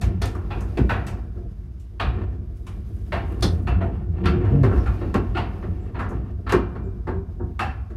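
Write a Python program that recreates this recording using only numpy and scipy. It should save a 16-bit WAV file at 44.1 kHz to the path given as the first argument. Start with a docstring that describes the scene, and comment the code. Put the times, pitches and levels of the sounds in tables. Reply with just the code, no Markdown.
"""Wooden lift cabin at the end of its shaft

The cabin of an old continuous lift travels through the machinery space, heard from inside.
Cabin and chain knock against the guides, setting panels and ironwork ringing; the floor thumps
and rumbles, and the frame judders and moans as it is carried across. The guide shoes slide with
a faint hiss, rustle and squeak over a distant drive. The knocks echo in the narrow shaft."""
import sys
import numpy as np
from scipy import signal
from scipy.fft import rfft, irfft
from scipy.io import wavfile
from scipy.ndimage import uniform_filter1d

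SR = 44100
rng = np.random.default_rng(int(sys.argv[2]) if len(sys.argv) > 2 else 0)


def bounce(signal):
    """Save signal as a 16-bit WAV file at the path given by the first command-line argument."""
    frames = np.transpose(np.atleast_2d(signal))
    limited = np.clip(frames, -1, 1)
    pcm = np.round(limited * 32767).astype(np.int16)
    wavfile.write(sys.argv[1], SR, pcm)


N = 351036
TOP_HZ = 15800

# Blows on the cabin frame. Each row: start in seconds, levels in dB of the knock, the hollow body,
# the crack and the metallic tick, pitch of the struck part in Hz.
KNOCKS = [(0.015, -29, -34, -39, -45, 711), (0.216, -24, -26.5, -35, -44, 678),
          (0.255, -37, -59, -41.5, -47, 630), (0.349, -32.5, -57, -57, -64, 1220),
          (0.503, -26, -46, -37.5, -64, 830), (0.608, -35.5, -38, -57, -53.5, 1070),
          (0.772, -23.5, -12.5, -35.5, -52.5, 678), (0.892, -14.5, -28, -27, -50.5, 1500),
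          (1.069, -31, -38.5, -40, -46.5, 706), (1.356, -45.5, -32.5, -78, -99, 725),
          (1.797, -91, -103, -61, -62.5, 550), (1.997, -19.5, -31.5, -26, -52.5, 1105),
          (2.666, -39.5, -53, -45.5, -55, 1043), (3.12, -18, -31, -30.5, -53.5, 700),
          (3.423, -19, -15, -33, -36.5, 687), (3.67, -22, -27.5, -34, -57, 1256),
          (3.804, -21, -21.5, -40.5, -95, 677), (4.238, -29, -18.5, -39.5, -64.5, 925),
          (4.256, -19, -24, -27, -50.5, 1351), (4.444, -29, -40, -48.5, -66, 692),
          (4.633, -18, -18, -37.5, -53.5, 560), (4.708, -23.5, -18.5, -60, -68, 591),
          (4.757, -27.5, -23.5, -48.5, -62, 1087), (4.859, -27, -55, -45, -60, 1418),
          (5.009, -27.5, -21, -46, -72, 568), (5.142, -17.5, -12.5, -33, -48.5, 1079),
          (5.347, -28, -24, -36, -66, 1315), (5.367, -21, -45, -30, -55, 880),
          (5.621, -31.5, -31, -51, -72, 594), (5.943, -28, -43, -43, -88, 960),
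          (5.99, -19.5, -48, -40.5, -56.5, 1340), (6.089, -44, -34, -65, -57.5, 705),
          (6.108, -30.5, -23.5, -66, -68, 746), (6.464, -24, -32, -36.5, -66, 1310),
          (6.493, -20, -41, -29.5, -47.5, 1220), (6.522, -13, -10, -32, -42, 1106),
          (6.751, -33.5, -30.5, -52, -73, 1093), (7.069, -22.5, -24.5, -45, -63, 878),
          (7.394, -32.5, -23.5, -81, -93, 748), (7.592, -18.5, -38, -28.5, -46, 1242),
          (7.902, -41, -37.5, -61, -70, 600)]
# Modes of the cabin's panels and ironwork. Each row: pitch in Hz, level in dB, t60 in seconds.
FRAME_MODES = [(272, -23, 0.49), (332, -8.5, 0.28), (356.8, 2.5, 0.28), (397, -5, 0.36), (473, -9.5, 0.18),
               (724, -5.5, 0.71), (733, -12.5, 0.65), (788, -11, 0.57), (929, -6, 0.46), (1076, -4.5, 0.49),
               (1162, -5, 0.21), (1340, -3, 0.39), (1794, 4, 0.06), (2380, -14.5, 0.9), (2640, -1, 0.27),
               (2790, -5.5, 0.21), (4320, -5, 0.19)]
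# Resonances of the loose panels. Each row: pitch in Hz, width in Hz, level in dB.
CHATTER_MODES = [(202.7, 29, 1.5), (253.4, 12.6, -1), (323.2, 26, -1.5), (360, 16, -1.5), (383.8, 37, -4.5),
                 (458.7, 22, -9), (590, 19, -16), (679, 65, -12)]


def undb(db):
    """Decibels to gain."""
    return 10 ** (np.asarray(db) / 20)


def unit(x):
    """Scale to rms 1."""
    return x / np.sqrt(np.mean(x ** 2))


def curves(rows):
    """Columns of a table, joined by straight lines in time."""
    s, *columns = np.transpose(rows)
    return [np.interp(np.arange(N) / SR, s, c) for c in columns]


def at(hz, points):
    """Read (Hz, value) points on a log-frequency axis."""
    f, value = np.transpose(points)
    return np.interp(np.log(np.maximum(hz, 1)), np.log(f), value)


def colour(x, points):
    """Equalise x with a curve of (Hz, dB) points, at rms 1."""
    return unit(irfft(rfft(x) * undb(at(np.fft.rfftfreq(N, 1 / SR), points)), N))


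def resonate(x, modes, order=1):
    """Parallel resonances (Hz, width in Hz, dB); order 2 makes the skirts steep."""
    out = 0
    for hz, width, db in modes:
        y = x
        for _ in range(order):
            y = signal.lfilter(*signal.iirpeak(hz, hz / width, fs=SR), y)
        out = out + undb(db) * unit(y)
    return unit(out)


def even(x, seconds):
    """Take the slow swells out of a random sound."""
    return x / np.sqrt(uniform_filter1d(x ** 2, int(seconds * SR)) + 1e-9)


def drift(per_second, size=N):
    """A random wander at rms 1 that changes about per_second times a second."""
    return unit(uniform_filter1d(rng.standard_normal(size), SR // per_second))


def grains(rate, spread_db):
    """Tiny contacts at random moments, a few stronger than the rest."""
    sizes = undb(spread_db * np.minimum(rng.standard_exponential(N), 4))
    return (rng.random(N) < rate / SR) * sizes * rng.standard_normal(N)


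def add(out, s, x):
    """Mix x into out at s seconds."""
    i = max(int(s * SR), 0)
    out[i:i + len(x)] += x[:max(N - i, 0)]


def swell(t, seconds):
    """Rise from silence to full level."""
    return 1 - np.exp(-t / seconds)


def fade(t, t60):
    """Decay by 60 dB in t60 seconds."""
    return np.exp(-np.log(1000) * t / max(t60, .01))


def strokes(rows, attack_s, release_s, rest_db=-np.inf):
    """Gain of a sliding contact: each stroke builds towards its level, then dies back to rest."""
    t, power = np.arange(N) / SR, undb(rest_db) ** 2
    for s, length, db in rows:
        attack = swell(np.maximum(t - s, 0), attack_s)
        release = np.exp(-np.maximum(t - s - length, 0) / release_s)
        power = power + (undb(db) * attack * release) ** 2
    return np.sqrt(power)


def ripple(hz, db, spacing_hz):
    """Many small resonances, in dB; they stand out most in the treble."""
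    bumps = np.interp(hz / spacing_hz, np.arange(len(hz)), rng.standard_normal(len(hz)))
    return db * hz / (hz + 1200) * bumps


def distant_drive(level_db=-40.5):
    """The far-off drive fills the shaft with a steady, low rumble."""
    # Its tone. Each row: frequency in Hz, level in dB.
    tone = [(15, -35), (25, 6), (83, 2.5), (146, -10.5), (363, -51), (529, -39.5), (729, -45),
            (879, -37), (1030, -43), (4000, -64), (11500, -63), (15000, -80.5)]
    return colour(rng.standard_normal(N), tone) * undb(level_db)


def shaking(rise_s=0.028, t60=0.47, db_per_knock_db=0.46):
    """How hard the cabin shakes: the energy of every knock spreads through it and drains away."""
    power, t = np.zeros(N), np.arange(SR) / SR
    for s, knock_db, body_db, *_ in KNOCKS:
        strength = undb(db_per_knock_db * max(knock_db, body_db))
        add(power, s, (strength * swell(t, rise_s) * fade(t, t60)) ** 2)
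    return np.sqrt(power)


def running(usual_load_db=-33.5):
    """Chain and wheels shake the cabin: it sways, booms and chatters, stirred by load and knocks."""
    # Load on the chain, as the rumble it makes. Each row: time in seconds, level in dB.
    chain_load = [(0.0, -23.5), (0.33, -33), (1.06, -31.5), (1.2, -36.5), (1.9, -46), (2.19, -27),
                  (2.57, -40), (3.7, -28), (4.17, -33), (4.34, -24.5), (4.54, -19), (4.86, -29.5),
                  (5.3, -29.5), (5.45, -34.5), (6.85, -33.5), (7.96, -41)]
    # The whole cabin swaying on its chain, and the floor's boom that the drive keeps going.
    # Each row: pitch in Hz, width in Hz, level in dB.
    sway_modes = [(56.7, 24.4, 0)]
    boom_modes = [(94.24, 16.6, 4), (133, 13, -7), (172.6, 51.5, -6)]
    (load_db,), shake = curves(chain_load), shaking()
    sway = even(resonate(rng.standard_normal(N), sway_modes, order=2), seconds=0.14)
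    boom = even(resonate(rng.standard_normal(N), boom_modes, order=2), seconds=0.12)
    chatter = even(resonate(grains(rate=260, spread_db=6.0), CHATTER_MODES, order=2), seconds=0.12)
    # Each row: layer, level in dB at the usual load, dB per dB of load, gain of the shaking in dB.
    layers = [(sway, -29.5, 0.53, -18), (boom, -32, 1, -14), (chatter, -43, 1, -18.5)]
    out = 0
    for sound, db, slope, shaken_db in layers:
        loaded = undb(db + slope * (load_db - usual_load_db))
        out = out + sound * np.hypot(loaded, undb(shaken_db) * shake)
    return out


def guides(frame_db=-8, scratch_db=-6, grip_db=2.0):
    """Shoes slide on the rails: a scratchy hiss, and a coarser rub that sounds the frame."""
    # Slides: a shoe bears on its rail, presses ever harder and comes free. Rubs: wood on the guide.
    # Each row: start in seconds, length in seconds, level it builds towards in dB.
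    slides = [(0, 0.8, -53), (2.45, 0.81, -58.5), (4.42, 0.38, -47), (5.0, 0.73, -59.5)]
    rubs = [(0, 1.2, -45.5), (2.13, 0.078, -34), (3.21, 0.35, -41), (3.68, 0.32, -43), (4.13, 0.15, -38),
            (4.3, 0.56, -34), (4.95, 0.33, -40), (5.4, 0.88, -44.5)]
    # Tone of the hiss and of the rub. Each row: frequency in Hz, level in dB.
    hiss_tone = [(1500, 14.5), (3000, 5), (5000, 2.5), (8000, -5.5), (11500, -2.5), (13500, -3.5),
                 (16000, -1.5)]
    rub_tone = [(250, 14), (500, 7), (1300, -2), (2600, -10), (4500, -25), (8000, -50.5)]
    sliding = strokes(slides, attack_s=0.59, release_s=0.32, rest_db=-65.5)
    rubbing = strokes(rubs, attack_s=0.031, release_s=0.072, rest_db=-69)
    grip = undb(grip_db * drift(25))
    # specks of grit tick, each smeared by the cabin walls
    smear = rng.standard_normal(SR // 20) * fade(np.arange(SR // 20) / SR, t60=0.16)
    grit = unit(signal.fftconvolve(grains(rate=300, spread_db=1.4), smear)[:N])
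    hiss = colour(rng.standard_normal(N) + undb(scratch_db) * grit, hiss_tone)
    contacts = grains(rate=7000, spread_db=0.75)
    frame = resonate(contacts, [(hz, 40, db) for hz, db, _ in FRAME_MODES])
    rub = colour(unit(contacts) + undb(frame_db) * frame, rub_tone)
    return hiss * sliding * np.sqrt(grip) + rub * rubbing * grip


def cabin_walls(x):
    """The close walls favour some frequencies of a lasting sound and swallow others."""
    walls_db = ripple(np.fft.rfftfreq(N, 1 / SR), db=1.7, spacing_hz=110)
    return irfft(rfft(x) * undb(walls_db), N)


def clacks(snap_t60=0.031, ring_t60=0.21):
    """Steel meets steel close by: the contact snaps, the part buzzes on its seat and rings briefly."""
    # Each row: start in seconds, ring level in dB, snap level in dB.
    hits = [(0.013, -43, -35), (0.22, -34.5, -32), (0.256, -56, -31), (0.352, -70, -48), (0.607, -69, -43),
            (1.067, -60, -38), (3.409, -62, -41), (3.424, -23.5, -58), (4.256, -40.5, -41),
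            (4.631, -49.5, -50), (5.142, -66, -34), (6.522, -41.5, -25.5)]
    # The steel part. Each row: pitch in Hz, width in Hz, level in dB.
    steel_modes = [(3560, 380, 0.5), (3750, 160, -4), (4150, 950, 3), (4900, 120, -5.5), (5220, 140, -6.5),
                   (5820, 550, -6), (8940, 2400, -9)]
    out, t = np.zeros(N), np.arange(SR // 2) / SR
    bright = signal.butter(1, [900, 9500], "band", fs=SR, output="sos")
    for s, ring_db, snap_db in hits:
        ring = resonate(rng.standard_normal(len(t)), steel_modes, order=2) * fade(t, ring_t60)
        snap = signal.sosfilt(bright, rng.standard_normal(len(t))) * fade(t, snap_t60)
        add(out, s, undb(ring_db) * ring + undb(snap_db) * snap)
    return out


def shaft_echo(t, rise_s, ring_t60, scatter_s=0.018, build_cycles=2, direct=0.93):
    """After a blow, reflections crowd in from the cabin walls, then the shaft answers."""
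    # Each row: band centre in Hz, late t60 in seconds, late level in dB, stretch of the early ring.
    octaves = [(151.5, 0.45, 11.5, 0.93), (336, 0.33, -39, 0.73), (644, 0.95, -13, 0.69),
               (1230, 1.25, -17, 0.61), (2253, 0.58, -14.5, 0.56), (4500, 0.51, -13, 0.45),
               (7450, .45, -22.5, 0.36), (11400, .4, -33, 0.34)]
    centres = np.array(octaves)[:, 0]
    edges = np.r_[centres[0] / np.sqrt(2), np.sqrt(centres[1:] * centres[:-1]), TOP_HZ]
    echo = np.zeros(len(t))
    for k, (hz, late_t60, late_db, stretch) in enumerate(octaves):
        band = signal.butter(3, edges[k:k + 2], "band", fs=SR, output="sos")
        early = fade(np.maximum(t - scatter_s, 0), ring_t60 * stretch)
        late = undb(late_db) * fade(t, late_t60)
        decay = np.hypot(early, late) + direct * fade(t, t60=0.031)
        attack = swell(t, rise_s + build_cycles / hz)  # low notes take longest to build
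        echo += signal.sosfilt(band, rng.standard_normal(len(t)) * attack * decay)
    return echo


def frame_ring(t, level_db=-7, spread_db=2, detune=0.00522):
    """The frame rings; where the blow lands decides how strongly each mode speaks."""
    ring, chances = 0, rng.standard_normal((len(FRAME_MODES), 3))
    for (hz, db, t60), (size, offset, sign) in zip(FRAME_MODES, chances):
        gain = np.sign(sign) * undb(db + level_db + spread_db * size) * np.sqrt(hz / SR)
        ring = ring + gain * np.sin(2 * np.pi * hz * (1 + detune * offset) * t) * fade(t, t60)
    return ring


def struck_spot(tone, pitch_hz, boost_db=3, width=0.29, frame_db=1.5, frame_width=0.073, size=8192):
    """Response of one spot: a broad tone, its main resonance, the frame's and many small ones."""
    hz = np.fft.rfftfreq(size, 1 / SR)
    main_db = boost_db * np.exp(-(np.log((hz + 1) / pitch_hz) / width) ** 2)
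    peaks = np.max([np.exp(-((hz / f - 1) / frame_width) ** 2) for f, _, _ in FRAME_MODES], axis=0)
    spectrum_db = at(hz, tone) + main_db + frame_db * (peaks - .5) + ripple(hz, db=3.5, spacing_hz=70)
    # minimum phase: nothing sounds before the contact
    cepstrum = irfft(np.log(undb(spectrum_db)))
    return irfft(np.exp(rfft(np.r_[cepstrum[0], 2 * cepstrum[1:size // 2]], size)))


def knocks(hard_rise_s=0.00038, soft_rise_s=0.0087, echo_db=-4, part_db=-5, part_t60=0.21):
    """Cabin and chain strike the guides: each blow rings the frame and echoes in the shaft."""
    # A glancing blow leaves the frame ringing, a heavy one presses on and damps it.
    # Each row: body level above the knock in dB, early t60 in seconds before each band's stretch.
    damping = [(-11.5, 0.69), (3.5, 0.38)]
    out, t = np.zeros(N), np.arange(SR) / SR
    for s, knock_db, body_db, crack_db, tick_db, pitch_hz in KNOCKS:
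        ring_t60 = np.interp(body_db - knock_db, *np.transpose(damping))
        tone = [(160, body_db + 3.5), (360, body_db + 18.5),
                (600, knock_db + 5.5), (1600, knock_db + 3.5),
                (2700, crack_db + 7.5), (4200, crack_db - 0.5),
                (6100, tick_db + 7.5), (12000, tick_db)]
        # dull blows come through the woodwork and swell in
        rise_s = np.interp(knock_db - tick_db, [32, 50], [hard_rise_s, soft_rise_s])
        attack = swell(t, rise_s)
        blow = undb(echo_db) * shaft_echo(t, rise_s, ring_t60) + attack * frame_ring(t)
        add(out, s, signal.fftconvolve(blow, struck_spot(tone, pitch_hz)))
        # the struck part itself: its main mode with a faint second one 15% lower, both dying quickly
        phase = 2 * np.pi * pitch_hz * t
        part = 0.68 * np.sin(phase) - 0.061 * np.sin(0.85 * phase)
        add(out, s, undb(knock_db + part_db) * part * attack * fade(t, part_t60))
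    return out


def thumps(rise_s=0.005, t60=0.34, octave_db=-9):
    """The heavy floor swings a few times after a jolt."""
    # Each row: start in seconds, level in dB, pitch in Hz.
    jolts = [(0.022, -9, 59.3), (0.136, -15, 91.8), (0.22, -20, 62), (0.543, -18, 53),
             (0.787, -15.5, 132.3), (0.801, -9, 59.4), (1.092, -20, 50.4), (2.064, -10, 58),
             (3.233, -20.5, 71.8), (3.435, -22, 157.5), (3.407, -10.5, 55.5), (3.441, -11.5, 84.8),
             (3.524, -15, 88), (3.694, -8.5, 60.8), (3.761, -11, 92), (4.09, -15, 81.5),
             (4.25, -11.5, 75.5), (4.429, -27, 62), (4.761, -10.5, 62), (4.868, -10.5, 59.9),
             (5.054, -20, 94.3), (5.289, -12, 55.7), (5.352, -23.5, 91.7), (5.68, -16.5, 88.8),
             (6.141, -22, 59.6), (6.551, -19, 60), (6.791, -21, 86.1), (7.152, -16.5, 90), (7.418, -22, 83),
             (7.654, -19.5, 72.5), (7.771, -24.5, 57.2)]
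    out, t = np.zeros(N), np.arange(SR // 2) / SR
    for s, db, hz in jolts:
        phase = 2 * np.pi * hz * t
        swing = np.sin(phase) + undb(octave_db) * np.sin(2 * phase)
        add(out, s, undb(db) * swing * swell(t, rise_s) * fade(t, t60))
    return out


def ringing(modes, hits, focus, rise_s, waver):
    """A struck fitting rings with the modes that the spot favours; reflections make each note waver."""
    out, t = np.zeros(N), np.arange(SR * 3 // 4) / SR
    for s, db, spot_hz in hits:
        ring = 0
        for hz, mode_db, t60 in modes:
            share = np.exp(-(np.log(hz / spot_hz) / focus) ** 2 / 2)
            wander = drift(50, len(t)) + 1j * drift(50, len(t))  # in both level and phase
            note = (1 + waver * wander) * np.exp(2j * np.pi * hz * t)
            ring = ring + share * undb(mode_db) * note.imag * fade(t, t60)
        add(out, s, undb(db) * ring * swell(t, rise_s))
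    return out


def fittings():
    """A hollow wall panel, an iron bracket, the steel rail and a small latch answer some blows."""
    # Their notes. Each row: pitch in Hz, level in dB, t60 in seconds.
    panel_modes = [(457, 5.5, 0.34), (586, 4.5, 0.18), (673, 4.5, 0.31), (706, 0.5, 0.39), (764, 7, 0.45),
                   (822, -1, 0.31), (902, -2, 0.27)]
    bracket_modes = [(1086, -10, .23), (1130, -8.5, .28), (1224, 3.5, 0.22), (1350, 0, 0.14),
                     (1420, -4, 0.21), (1785, -7.5, 0.234), (1810, -2.5, 0.29)]
    rail_modes = [(2180, 2, .25), (2370, -11.5, 0.31), (2470, -1.5, 0.56), (2670, 3, 0.38),
                  (2744, -4.5, 0.21), (2750, -7, 0.13), (2850, 11.5, 0.11), (3600, -4, .22)]
    latch_modes = [(3634, 0, .17), (4000, -1, .07), (4520, -3.5, 0.18), (5280, -1, 0.13), (8936, -6, .13)]
    # Blows that reach them. Each row: start in seconds, level in dB, pitch the spot favours in Hz.
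    panel_hits = [(0.896, -33, 477), (0.9, -27.5, 690), (1.999, -40, 720), (3.119, -19, 634),
                  (3.676, -33.5, 709), (3.81, -30.5, 663), (5.144, -26.5, 566), (5.355, -29, 710),
                  (7.596, -23, 823)]
    bracket_hits = [(0.217, -28, 1710), (2, -31, 1220), (3.119, -28, 1750), (3.668, -30, 1310),
                    (4.259, -29.5, 1370), (4.635, -36, 1390), (4.859, -34.5, 1360), (5.35, -22, 1450),
                    (6.523, -29, 1750), (7.592, -27.5, 1810)]
    rail_hits = [(0.505, -43.5, 2540), (1.998, -38, 2300), (3.12, -43, 2780), (3.675, -41, 2710),
                 (4.258, -45, 2640), (4.861, -45, 2400), (5.372, -41, 2840), (6.524, -44, 2900),
                 (7.597, -35.5, 2710)]
    latch_hits = [(0.217, -38, 4450), (3.425, -29, 5240), (4.259, -28.5, 4290), (6.495, -35, 4060)]
    return (ringing(panel_modes, panel_hits, focus=0.045, rise_s=0.008, waver=0.43)
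            + ringing(bracket_modes, bracket_hits, focus=0.043, rise_s=0.0064, waver=0.51)
            + ringing(rail_modes, rail_hits, focus=0.041, rise_s=0.0078, waver=0.55)
            + ringing(latch_modes, latch_hits, focus=0.04, rise_s=0.0018, waver=0.28))


def rustle(flutter_db=3.0):
    """Something light brushes the cabin wall: fine, bright contacts in little flurries."""
    # Each row: start in seconds, length in seconds, level in dB.
    brushes = [(2.55, 0.6, -67), (3.25, 0.38, -64.5)]
    # Their tone. Each row: frequency in Hz, level in dB.
    tone = [(6000, -11), (11000, -8.5), (15500, -7.5)]
    flurries = undb(flutter_db * drift(25))
    contacts = colour(grains(rate=3700, spread_db=1.91), tone)
    return contacts * flurries * strokes(brushes, attack_s=0.011, release_s=0.055)


def judder(jitter=0.03, spread_db=3, rattle_db=-15, octave_db=-12):
    """Carried across, the frame sticks and slips: it groans at the slip rate and rattles its panels."""
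    # Each row: time in seconds, slips per second, level in dB.
    crossing = [(4.2, 180, -27.5), (4.29, 187, -21.5), (4.40, 145, -29.5), (4.49, 93, -20.5),
                (4.56, 152, -16.5), (4.64, 127, -16.5), (4.71, 88, -25), (4.79, 57, -18), (4.86, 54.4, -50)]
    slip_hz, db = curves(crossing)
    t = np.arange(N) / SR
    gate = uniform_filter1d(1. * ((t > crossing[0][0]) & (t < crossing[-1][0])), SR // 20)
    cycles = np.cumsum(slip_hz * (1 + jitter * drift(80))) / SR
    slips = np.diff(np.floor(cycles), prepend=0) * undb(spread_db * rng.standard_normal(N))
    groan = unit(np.sin(2 * np.pi * cycles) + undb(octave_db) * np.sin(4 * np.pi * cycles))
    rattle = resonate(slips, CHATTER_MODES, order=2)
    return (groan + undb(rattle_db) * rattle) * undb(db) * gate


def moans(attack_s=0.006, release_t60=0.21, waver=0.021, scoop=0.059):
    """Friction slides up on to one resonance of a panel, holds it unsteadily and lets go."""
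    # Each row: start in seconds, length in seconds, pitch in Hz, level in dB.
    notes = [(4.208, 0.21, 365.6, -27.5), (4.21, 0.23, 475, -41.5), (4.525, 0.024, 474, -32.5),
             (4.635, 0.11, 395.3, -28.5), (6.527, 0.031, 383, -25), (6.856, 0.011, 381, -32.5),
             (7.134, 0.066, 388, -33.5)]
    out, t = np.zeros(N), np.arange(SR // 2) / SR
    for s, length, hz, db in notes:
        pitch_hz = hz * (1 + waver * drift(60, len(t)) - scoop * fade(t, 2 * length))
        note = unit(np.sin(2 * np.pi * np.cumsum(pitch_hz) / SR))
        release = fade(np.maximum(t - length, 0), release_t60)
        add(out, s, undb(db) * note * swell(t, attack_s) * release)
    return out


def squeaks(width_hz=750):
    """A dry shoe squeaks thinly on the rail: fine stick and slip excites one high resonance."""
    # Each row: start in seconds, length in seconds, pitch in Hz, level it builds towards in dB.
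    notes = [(4.72, 0.44, 4180, -69.5), (4.75, 0.081, 5460, -63), (5.797, 0.026, 7540, -69),
             (6.826, 0.025, 7260, -70.5)]
    out = 0
    for s, length, hz, db in notes:
        squeak = resonate(rng.standard_normal(N), [(hz, width_hz, 0)], order=2)
        out = out + squeak * strokes([(s, length, db)], attack_s=0.028, release_s=0.034)
    return out


def scene():
    """Everything is heard from inside the cabin, in mono."""
    drive = distant_drive()
    friction = cabin_walls(guides() + rustle() + squeaks())
    blows = knocks() + fittings() + clacks() + thumps()
    return (blows + running() + judder() + moans() + friction + drive)[None]


def record(dry):
    """A small microphone loses the deepest bass and the top."""
    # Its treble roll-off. Each row: frequency in Hz, gain in dB.
    treble = [(12000, -0.5), (13200, -6), (15500, -11)]
    size = 2 * N
    response = undb(at(np.fft.rfftfreq(size, 1 / SR), treble))
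    dull = irfft(rfft(dry, size) * response, size)[:, :N]
    thin = signal.sosfilt(signal.butter(4, 35, "high", fs=SR, output="sos"), dull)
    return signal.sosfilt(signal.ellip(8, .2, 70, TOP_HZ, fs=SR, output="sos"), thin)


dry = scene()
out = record(dry)
bounce(out)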